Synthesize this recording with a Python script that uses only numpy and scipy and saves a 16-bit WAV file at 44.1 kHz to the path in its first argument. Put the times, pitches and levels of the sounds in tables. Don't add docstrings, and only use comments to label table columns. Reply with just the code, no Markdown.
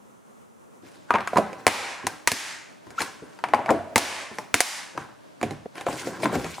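import sys
import numpy as np
from scipy import signal
from scipy.fft import rfft, irfft, next_fast_len
from scipy.io import wavfile
from scipy.ndimage import uniform_filter1d, minimum_filter1d, map_coordinates

SR = 44100
rng = np.random.default_rng(int(sys.argv[2]) if len(sys.argv) > 2 else 0)


def put_to_file(sound):
    columns = np.atleast_2d(sound).T
    safe = np.clip(columns, -1, 1)
    whole_steps = np.round(safe * 32767)
    wavfile.write(sys.argv[1], SR, whole_steps.astype(np.int16))


N = 291060
CUT_S = 5.668


def amp(db):
    return 10 ** (np.asarray(db) / 20)


def unit(x):
    return x / np.sqrt(np.mean(x ** 2) + 1e-20)


def along(points, hz):
    f, v = np.transpose(points)
    return np.interp(np.log(hz + 1), np.log(f + 1), v)


def curves(rows, outside=None):
    s, *cols = np.transpose(rows)
    return np.array([np.interp(np.arange(N) / SR, s, c, outside, outside) for c in cols])


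def wobble(rate_hz):
    knots = rng.standard_normal(int(N * rate_hz / SR) + 4)
    return map_coordinates(knots, [np.arange(N) * rate_hz / SR])


def filtered(x, response):
    n = x.shape[-1]
    m = next_fast_len(n + 8192)
    return irfft(rfft(x, m) * response(np.fft.rfftfreq(m, 1 / SR)), m)[..., :n]


def paired(noises, alike, spectrum):
    def mid_side(hz):
        angle = np.arccos(np.clip(along(alike, hz), -1, 1)) / 2
        return amp(along(spectrum, hz)) * [np.cos(angle), np.sin(angle)]

    mid, side = filtered(noises, mid_side)
    return unit(np.array([mid + side, mid - side]))


def grains(rate_hz, spread_db):
    strength = amp(spread_db * np.minimum(rng.exponential(size=N), 3))
    return (rng.random(N) < rate_hz / SR) * rng.standard_normal(N) * strength


def patchy(x, depth_db):
    z = signal.stft(x, nperseg=256)[2]
    field = rng.standard_normal(z.shape[1:])
    field = uniform_filter1d(uniform_filter1d(field, size=14, axis=0), size=9, axis=1)
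    return signal.istft(z * amp(depth_db * unit(field)), nperseg=256)[1][:, :N]


# f/Hz, relative density/dB
AIR_FIRST = [(15, -50), (30, -15), (175, -8), (236, 0.5), (263, -9.5), (301, -8.5), (531, -8), (641, -12.5),
             (1100, -14), (1400, -15.5), (1520, -22), (4740, -37), (6380, -31), (14800, -35.5),
             (16000, -36)]
AIR_LATER = [(15, -36.5), (30, -7), (70, -15), (108, -5), (309, -2.5), (344, -4.5), (503, -7), (591, -2),
             (775, -10.5), (863, -9), (1440, -15), (2050, -20.5), (16000, -35.5)]
# f/Hz, left-right likeness (-1 to 1)
AIR_ALIKE = [(60, -0.97), (180, -0.63), (550, -0.59), (1650, -0.32), (4970, 0.61), (15000, 0.047)]
MOVE_S, FIRST_DB, LATER_DB = 0.824, -45, -43.5


def hush():
    first = paired(rng.standard_normal((2, N)), AIR_ALIKE, AIR_FIRST)
    later = paired(rng.standard_normal((2, N)), AIR_ALIKE, AIR_LATER)
    air = np.where(np.arange(N) < MOVE_S * SR, amp(FIRST_DB) * first, amp(LATER_DB) * later)
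    return amp(0.84 * wobble(21)) * air


# f/Hz, t60/s, relative level/dB
ECHO = [(101, 0.51, 13), (308, 0.39, 5), (700, 0.67, 2.5), (1400, 0.71, 0), (2260, 0.74, 0),
        (3530, 0.61, 8), (5470, 0.6, 6), (7000, 0.62, 3.5), (9500, 0.54, 1.5), (12500, 0.44, 2),
        (15000, 0.36, 8)]
# f/Hz, left-right likeness (-1 to 1)
ECHO_LIKENESS = [(60, 0.91), (180, 0.75), (550, 0.81), (1650, 0.75), (4970, 0.83), (15000, 0.49)]


def kitchen(x):
    out, step, rows = np.zeros((2, N + 3 * SR)), SR // 3, np.array(ECHO)
    for at in range(0, N, step):
        hz, t, z = signal.stft(rng.standard_normal((2, SR)), SR, nperseg=256)
        decay = amp(-60 * t / along(rows[:, :2], hz)[:, None])
        onset = np.clip(t / 0.0027, 0, 1)
        tail = signal.istft(z * decay * onset, SR, nperseg=256)[1]
        tail = paired(tail, ECHO_LIKENESS, rows[:, ::2]) / np.sqrt(tail.shape[1])
        wet = signal.fftconvolve(x[None, at:at + step], tail, axes=1)
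        out[:, at:at + wet.shape[1]] += wet
    return out[:, :N]


# t/s, press level/dB, rustle level/dB, low bump level/dB
BAG_PUSH = [(5.745, -61, -51, -62), (5.777, -39, -36.5, -68), (5.835, -45, -45, -40),
            (5.855, -46, -56, -44), (5.867, -33, -35, -27), (5.899, -38, -34, -38),
            (6.029, -36, -36.5, -59), (6.075, -34, -34.5, -63), (6.127, -34.5, -42.5, -42),
            (6.161, -34.5, -41.5, -57), (6.213, -35, -42.5, -47), (6.237, -26, -25, -40),
            (6.267, -18.5, -35, -34), (6.299, -36.5, -56, -47), (6.327, -28, -35, -52),
            (6.351, -20.5, -26, -45), (6.377, -35, -37.5, -21), (6.392, -40, -41, -28),
            (6.407, -38, -39, -33), (6.461, -34, -37, -56), (6.6, -67, -38.5, -70)]
BAG_RUB_DB = -0.5


def sag():
    lumps = amp(8.1 * wobble(22)) * rng.standard_normal(N)
    bumps = filtered(lumps, lambda f: 1j * f * 60 / (95 ** 2 - f * f + 1j * f * 60))
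    return amp(curves(BAG_PUSH, -120)[2]) * unit(bumps)


# t/s, hold/s, press level/dB, rub level/dB, rustle level/dB
HAND_MOVES = [(0.847, 0.13, -52, -54.5, -53), (1.109, 0.11, -65, -35.5, -52), (1.306, 0.074, -42, -50, -51),
              (1.465, 0.18, -44.5, -45, -56), (2, 0.14, -48, -40.5, -60.5), (2.908, 0.1, -50, -45, -58),
              (3, 0.011, -40, -26.5, -33), (3.166, 0.5, -55.5, -50.5, -57), (3.438, 0.21, -40.5, -54, -58),
              (3.686, 0.029, -67, -33, -46), (3.77, 0.18, -45.5, -56, -58), (4.318, 0.096, -49, -48, -49),
              (4.978, 0.023, -42, -34, -48.5), (5.427, 0.096, -49, -40.5, -72),
              (5.761, 0.017, -48, -38.5, -46), (5.81, 0.017, -48, -40.5, -48)]
REACH_DB_PER_S, LET_GO_DB_PER_S = 601, 169


def effort():
    t = np.arange(N) / SR
    moves = []
    for s, hold_s, *levels_db in HAND_MOVES:
        swell_db = REACH_DB_PER_S * np.maximum(s - t, 0)
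        die_db = LET_GO_DB_PER_S * np.maximum(t - s - hold_s, 0)
        moves.append(np.array(levels_db)[:, None] - swell_db - die_db)
    press_db, rustle_db, _ = curves(BAG_PUSH, -120)
    bag_rub_db = (press_db + rustle_db) / 2 + BAG_RUB_DB
    return np.max(moves + [np.array([press_db, bag_rub_db, rustle_db])], axis=0)


# f/Hz, level/dB, t60/s
BOX_MODES = [(114.8, 3.5, 0.11), (219, -1.5, 0.089), (241, 11, 0.11), (305, 0, 0.22), (319, 1.5, 0.074),
             (399.9, 17, 0.012), (553, -5, 0.1), (680, -10.5, 0.2), (757.7, 0, 0.13), (986.4, 5, 0.094),
             (1100, 1, 0.069), (1264, -1, 0.16), (1620, -1.5, 0.0017), (1537, 5, 0.044), (1903, -18, 0.017),
             (2175, 10.5, 0.028), (2200, 23, 0.044), (4300, 15, 0.02), (5030, 5, 0.045),
             (6560, 10.5, 0.025), (7300, -10.5, 0.0037)]
# low f/Hz, high f/Hz
PART_BANDS = [(95, 400), (400, 1600), (1600, 2700), (3700, 12000)]
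# f/Hz, relative density/dB
RUSTLE_COLOUR = [(880, -27), (1500, -27), (1960, -6), (3450, -13), (7390, -13), (12700, -22.5),
                 (15000, -21.5), (16000, -42)]


def gripped(modes, grip, f):
    total = 0
    for k, (hz, db, t60_s) in enumerate(modes):
        loss = 1j * f * grip / t60_s
        total = total + (-1) ** k * amp(db) * loss / (hz * hz - f * f + loss)
    return total


def hands():
    press_db, rub_db, rustle_db = effort()
    low, middle = ([m for m in BOX_MODES if lo < m[0] < hi] for lo, hi in PART_BANDS[:2])
    pressing = amp(2.5 * wobble(30)) * rng.standard_normal(N)
    press = unit(filtered(pressing, lambda f: gripped(low, 6.5, f) / (1 + (f / 450) ** 4)))
    slips = amp(2.2 * wobble(40)) * grains(3500, spread_db=2)
    rub = unit(filtered(slips, lambda f: gripped(middle, 11, f) / (1 + (f / 1700) ** 2)))
    clumps = amp(2.2 * wobble(25) + 1.5 * wobble(90))
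    crackle = np.array([unit(grains(3000, spread_db=4)) + 1.2 * rng.standard_normal(N) for _ in range(2)])
    rustle = paired(patchy(clumps * crackle, depth_db=3.5), [(2000, 0.73), (12000, 0.83)], RUSTLE_COLOUR)
    return amp(press_db) * press + amp(rub_db) * rub + amp(rustle_db) * rustle


# t/s, level/dB before the envelope, f/Hz
LANDINGS = [(2.868, -45, 110), (4.96, -40, 150), (5.43, -24.5, 170), (5.51, -32, 149)]
SETTLE_RISE_S, SETTLE_T60_S = .008, 0.31


def settle():
    out = np.zeros(N)
    for s, db, hz in LANDINGS:
        def thump(f):
            resonance = 1j * f * hz / (hz * hz - f * f + 1j * f * hz * 0.5)
            return resonance / (1 + (f / hz / 2) ** 4)

        t = np.maximum(np.arange(N) / SR - s, 0)
        low = unit(filtered(rng.standard_normal(N), thump))
        out += amp(db - 60 * t / SETTLE_T60_S) * (1 - np.exp(-t / SETTLE_RISE_S)) * low
    return out


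# t/s, level/dB before a 4 dB cut, f/Hz
LID_AIR = [(3.536, -47, 760), (3.546, -24, 763), (3.57, -35, 753.4), (3.6, -34, 748.5), (3.644, -49, 721.2),
           (3.706, -11, 670), (3.782, -41.5, 642.5), (3.81, -19, 660), (3.836, -45, 693), (3.934, -30, 621),
           (3.95, -62, 648)]


def hollow():
    level_db, pitch_hz = curves(LID_AIR)
    n = np.arange(N)
    inside = (n > LID_AIR[0][0] * SR) & (n < LID_AIR[-1][0] * SR)
    phase = 2 * np.pi * np.cumsum(pitch_hz) / SR
    hum = wobble(170) * np.cos(phase) + wobble(170) * np.sin(phase)
    return inside * amp(level_db - 4) * unit(hum)


SQUEAK_S, SQUEAK_LENGTH_S = 2.979, 0.014
SQUEAK_HZ, SQUEAK_RISE_HZ, SQUEAK_DB = 1230, 246, -13


def squeak():
    u = np.clip((np.arange(N) / SR - SQUEAK_S) / SQUEAK_LENGTH_S, 0, 1)
    phase = 2 * np.pi * np.cumsum(SQUEAK_HZ + SQUEAK_RISE_HZ * u) / SR
    tone = np.sin(phase) + amp(-24) * np.sin(2 * phase) + amp(-28) * np.sin(3 * phase)
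    return amp(SQUEAK_DB + 1.5 * wobble(560)) * np.sin(np.pi * u ** 1.24) * tone


# low f/Hz, high f/Hz
THUD_HISS_BAND = (215, 430)
HISS_WIDTH = [.05, .1, .15, .35]


def contacts(table, rise_s, blow_t60_s, damping, hiss, hiss_t60_s, click, count, span, focus_db, carry):
    near, far, t = np.zeros((2, N + SR)), np.zeros(N + SR), np.arange(SR // 8) / SR
    hz, level_db, t60_s = np.transpose(BOX_MODES)[..., None]
    part = np.searchsorted([lo for lo, hi in PART_BANDS], hz[:, 0]) - 1
    spike = 1. * (np.arange(len(t)) == round(rise_s * SR))

    def bandpass(edges_hz):
        return signal.butter(2, edges_hz, "band", fs=SR, output="sos")

    def fade(fade_t60_s):
        return (1 - np.exp(-t / rise_s)) * amp(-60 * t / fade_t60_s)

    bands = [bandpass(edges) for edges in PART_BANDS]
    for s, db, thud_db, edge_db, crack_db, pan_db, pitch_hz in table:
        spot_db = -focus_db * np.log2(hz / pitch_hz) ** 2 * (part == 1)[:, None]
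        noisy = [bandpass(THUD_HISS_BAND), bandpass((pitch_hz / span, pitch_hz * span))] + bands[2:]
        clicks = [(-1) ** k * unit(signal.sosfilt(band, spike)) for k, band in enumerate(noisy)]
        luck = rng.standard_normal((len(BOX_MODES), 2, 1))
        decay = amp(level_db + spot_db + 2 * luck[:, 0] - 60 * t * damping / t60_s)
        rings = decay * np.sin(2 * np.pi * hz * (1 + .06 * luck[:, 1]) * t)
        blow = ((0.5 + rng.standard_normal(len(t))) * fade(blow_t60_s))[:SR // 50]
        hit, even = np.zeros((2, len(t))), np.zeros(len(t))
        for k, gain_db in enumerate([thud_db, 0, edge_db, crack_db]):
            struck = signal.fftconvolve(rings[part == k].sum(0), blow)[:len(t)]
            ring = signal.sosfilt(bands[k], struck)
            noise, apart = signal.sosfilt(noisy[k], rng.standard_normal((2, len(t))) * fade(hiss_t60_s[k]))
            sound = unit(ring) + hiss[k] * unit(noise) + click[k] * clicks[k]
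            size = amp(gain_db) / np.abs(sound).max()
            sound = size * sound
            hit += sound + size * HISS_WIDTH[k] * hiss[k] * unit(apart) * [[1], [-1]]
            even += sound if k < count else clicks[k] * np.std(sound) + carry * sound
        at = round(s * SR)
        length = len(t) if s > CUT_S else min(len(t), round(CUT_S * SR) - at)
        near[:, at:at + length] += amp(db + np.array([[pan_db], [-pan_db]]) / 2) * hit[:, :length]
        far[at:at + length] += amp(db) * even[:length]
    return near[:, :N], far[:N]


# t/s, body level/dB, thud, edge and crack level over body/dB, body f/Hz
KNOCK_HITS = [(0.833, -42.5, 9.5, -12, -17, 489), (1.106, 3, -26, -11.5, -24, 1015),
              (1.139, -4, -13.5, -10.5, -18, 815), (1.149, -5.5, -10.5, -16, -20, 930),
              (1.155, -3, -24, -7.5, -22, 1030), (1.167, -19, -9, -26, -35, 1100),
              (1.184, -9, -22, -27, -28, 1160), (1.193, -15.5, -28, -26, -35, 940),
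              (1.206, -18, -10, -2, -5.5, 786), (1.274, -9, -25, -6, -7, 1260),
              (1.332, -9, -16, -30, -45, 720), (1.358, -10, -3.5, -17, -14, 980),
              (1.368, -1.5, -15, -27, -29, 795), (1.372, -1.5, -28, -11.5, -9.5, 1100),
              (1.382, -2.5, -3.5, -32, -18, 680), (1.387, -8, -9.5, -28, -35, 544),
              (1.404, -30.5, 4, -35, -46, 497), (1.53, -20.5, -31, -5, -8, 630),
              (2.04, -40.5, 17, -15, -17, 727), (2.868, -35, 0, -10, -5, 982),
              (2.905, -35, -4.5, 1, 3.5, 799), (3.005, -12.5, -11.5, -0.5, -1, 1100),
              (3.015, -20.5, -8, -6, -15, 900), (3.018, -14, -8.5, 2.5, 5, 1200),
              (3.222, -42, 15.5, -17, -18, 503), (3.389, -27.5, -32, -7, -5, 1060),
              (3.439, -3, -40, -11, -14.5, 960), (3.486, -23.5, -11, -5.5, -7, 746),
              (3.5357, 4, -31, -12, -22, 785), (3.545, -13, -5.5, 0, -3, 900),
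              (3.59, -11.5, -14.5, -46, -60, 727), (3.66, -13.5, -24, -3, -12, 650),
              (3.684, -10, -15, -38, -50, 680), (3.691, -2.5, -10, -22, -28, 1100),
              (3.694, -20, -16, -33, -43, 950), (3.699, -5, -22, -35, -43, 880),
              (3.705, -2.5, -4, -12, -12.5, 570), (3.719, -27, 0, -27, -36, 680),
              (3.738, -14.5, 1, -32, -42, 570), (3.759, -24, -6, -19, -30, 680),
              (4.313, -32.5, 5.5, -21, -36.5, 1030), (4.385, -10.5, -18.5, -9, -5, 790),
              (4.949, -32.5, 0, -15, -20, 519), (4.976, -9.5, -13, -15, -12, 1030),
              (5.413, -19, -3.5, -1.5, -2.5, 930), (5.429, -7.5, -8, -6.5, -7.5, 588),
              (5.508, -21.5, 2, -3, -1, 640), (5.657, -22.5, -1, -39, -50, 574),
              (5.755, -32, -8, 3, 2, 684), (5.78, -20.5, -37, -0.5, -12, 700),
              (5.81, -23.5, -8, -1.5, 3, 700), (5.866, -5.5, -19, -15, -18, 644),
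              (5.884, -13.5, -8, -18, -18, 700), (5.896, -23, -10, -25, -35, 590),
              (5.928, -16, -10, -14, -7, 584), (6.071, -14.5, -8.5, -11, -20, 520),
              (6.201, -26, -6, -5, -20, 700), (6.232, -7.5, -8.5, -7, -19, 680),
              (6.256, -5, -29, -8, -11, 960), (6.296, -16.5, -5, -18, -30, 800),
              (6.326, -17.5, -3.5, -9, -20, 600), (6.354, -11.5, -4, -6, -11, 593),
              (6.36, -17.5, 3, -16, -30, 550), (6.383, -25, 2, -25, -35, 450),
              (6.397, -20, -20, -6, -8, 700), (6.408, -24, -20, -15, -17, 750),
              (6.444, -19, -11, -2, 0, 605), (6.463, -20, -4, -13, -25, 900),
              (6.582, -18, -19, -23, -35, 755)]
# t/s, left over right/dB before scatter
HAND_PLACE = [(0.8, 1), (2.2, -3.5), (3.0, 3.5), (4.9, 3), (5.4, -2.5), (5.9, 1.7), (6.6, 2.5)]
PLACE_SCATTER_DB = 1.2


def knocks():
    rows = []
    for *row, hz in KNOCK_HITS:
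        pan_db = np.interp(row[0], *np.transpose(HAND_PLACE)) + PLACE_SCATTER_DB * rng.standard_normal()
        rows.append((*row, pan_db, hz))
    return contacts(rows, rise_s=0.0007865, blow_t60_s=0.0017, damping=1.33,
                    hiss=[1.45, 0.65, 0.91, 0.54], hiss_t60_s=[0.12, 0.017, 0.071, 0.11],
                    click=[0.73, 0.27, 1.06, 0.58], count=1, span=1.484, focus_db=37.5, carry=.3)


# t/s, body level/dB, thud, edge and crack level over body/dB, body f/Hz
LATCH_SNAPS = [(1.6665, 20, -15.5, 1.5, 6.3, 754), (1.678, 10.5, -20, 3, 5.5, 1320),
               (2.068, -9, -13, 0, 8.8, 890), (2.2739, 14, -20.5, 3.5, 12.7, 1150),
               (2.317, 3, -8.5, 3.5, 12.5, 1100), (3.9583, 19, -12.5, 2, 7.1, 810),
               (3.979, 12, -35, -7, 8.9, 810), (4.5417, 7, -11, 3.5, 11.3, 1030),
               (4.6044, 9, -31, 2, 13, 920)]


def snaps():
    rows = [(*row, 0, hz) for *row, hz in LATCH_SNAPS]
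    return contacts(rows, rise_s=0.00067, blow_t60_s=0.0044, damping=1.98,
                    hiss=[.6, .7, .9, 1.7], hiss_t60_s=[0.13, 0.015, 0.09, 0.047],
                    click=[0.34, 0.24, 1.53, 1.83], count=0, span=1.626, focus_db=10, carry=0.26)


def scene():
    snaps_near, snaps_far = snaps()
    knocks_near, knocks_far = knocks()
    rubbing = hands() + sag() + hollow() + settle()
    slip = squeak()
    far = amp(-12.0) * snaps_far + amp(-9.0) * knocks_far + amp(-6.5) * rubbing.mean(0) + amp(-16) * slip
    before = np.arange(N) < CUT_S * SR
    echo = before * kitchen(far * before) + kitchen(far * ~before)
    near = snaps_near + knocks_near + rubbing + slip * amp([[1.6], [-1.6]])
    return near + echo + hush()


# f/Hz, gain/dB
MIC_TREBLE = [(11000, -5.5), (13000, -14.5), (15000, -6), (16000, -20)]
TOP_HZ = 16600


def record(dry):
    dry = filtered(dry, lambda hz: amp(along(MIC_TREBLE, hz)))
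    dry = signal.sosfilt(signal.butter(2, 60, "high", fs=SR, output="sos"), dry)
    t, ahead, recover_db_per_s = np.arange(N) / SR, SR // 250, 70
    over_db = np.maximum(20 * np.log10(np.abs(dry).max(0) + 1e-9) - 5, 0)
    over_db = -minimum_filter1d(-over_db, ahead)
    held_db = np.maximum.accumulate(over_db + recover_db_per_s * t) - recover_db_per_s * t
    limited = dry * amp(-uniform_filter1d(held_db, ahead // 2))
    clipped = limited / (1 + np.abs(limited) ** 6) ** (1 / 6)
    return filtered(.93 * clipped, lambda hz: (hz < TOP_HZ) * hz ** 4 / (hz ** 4 + 38 ** 4))


dry = scene()
out = record(dry)
put_to_file(out)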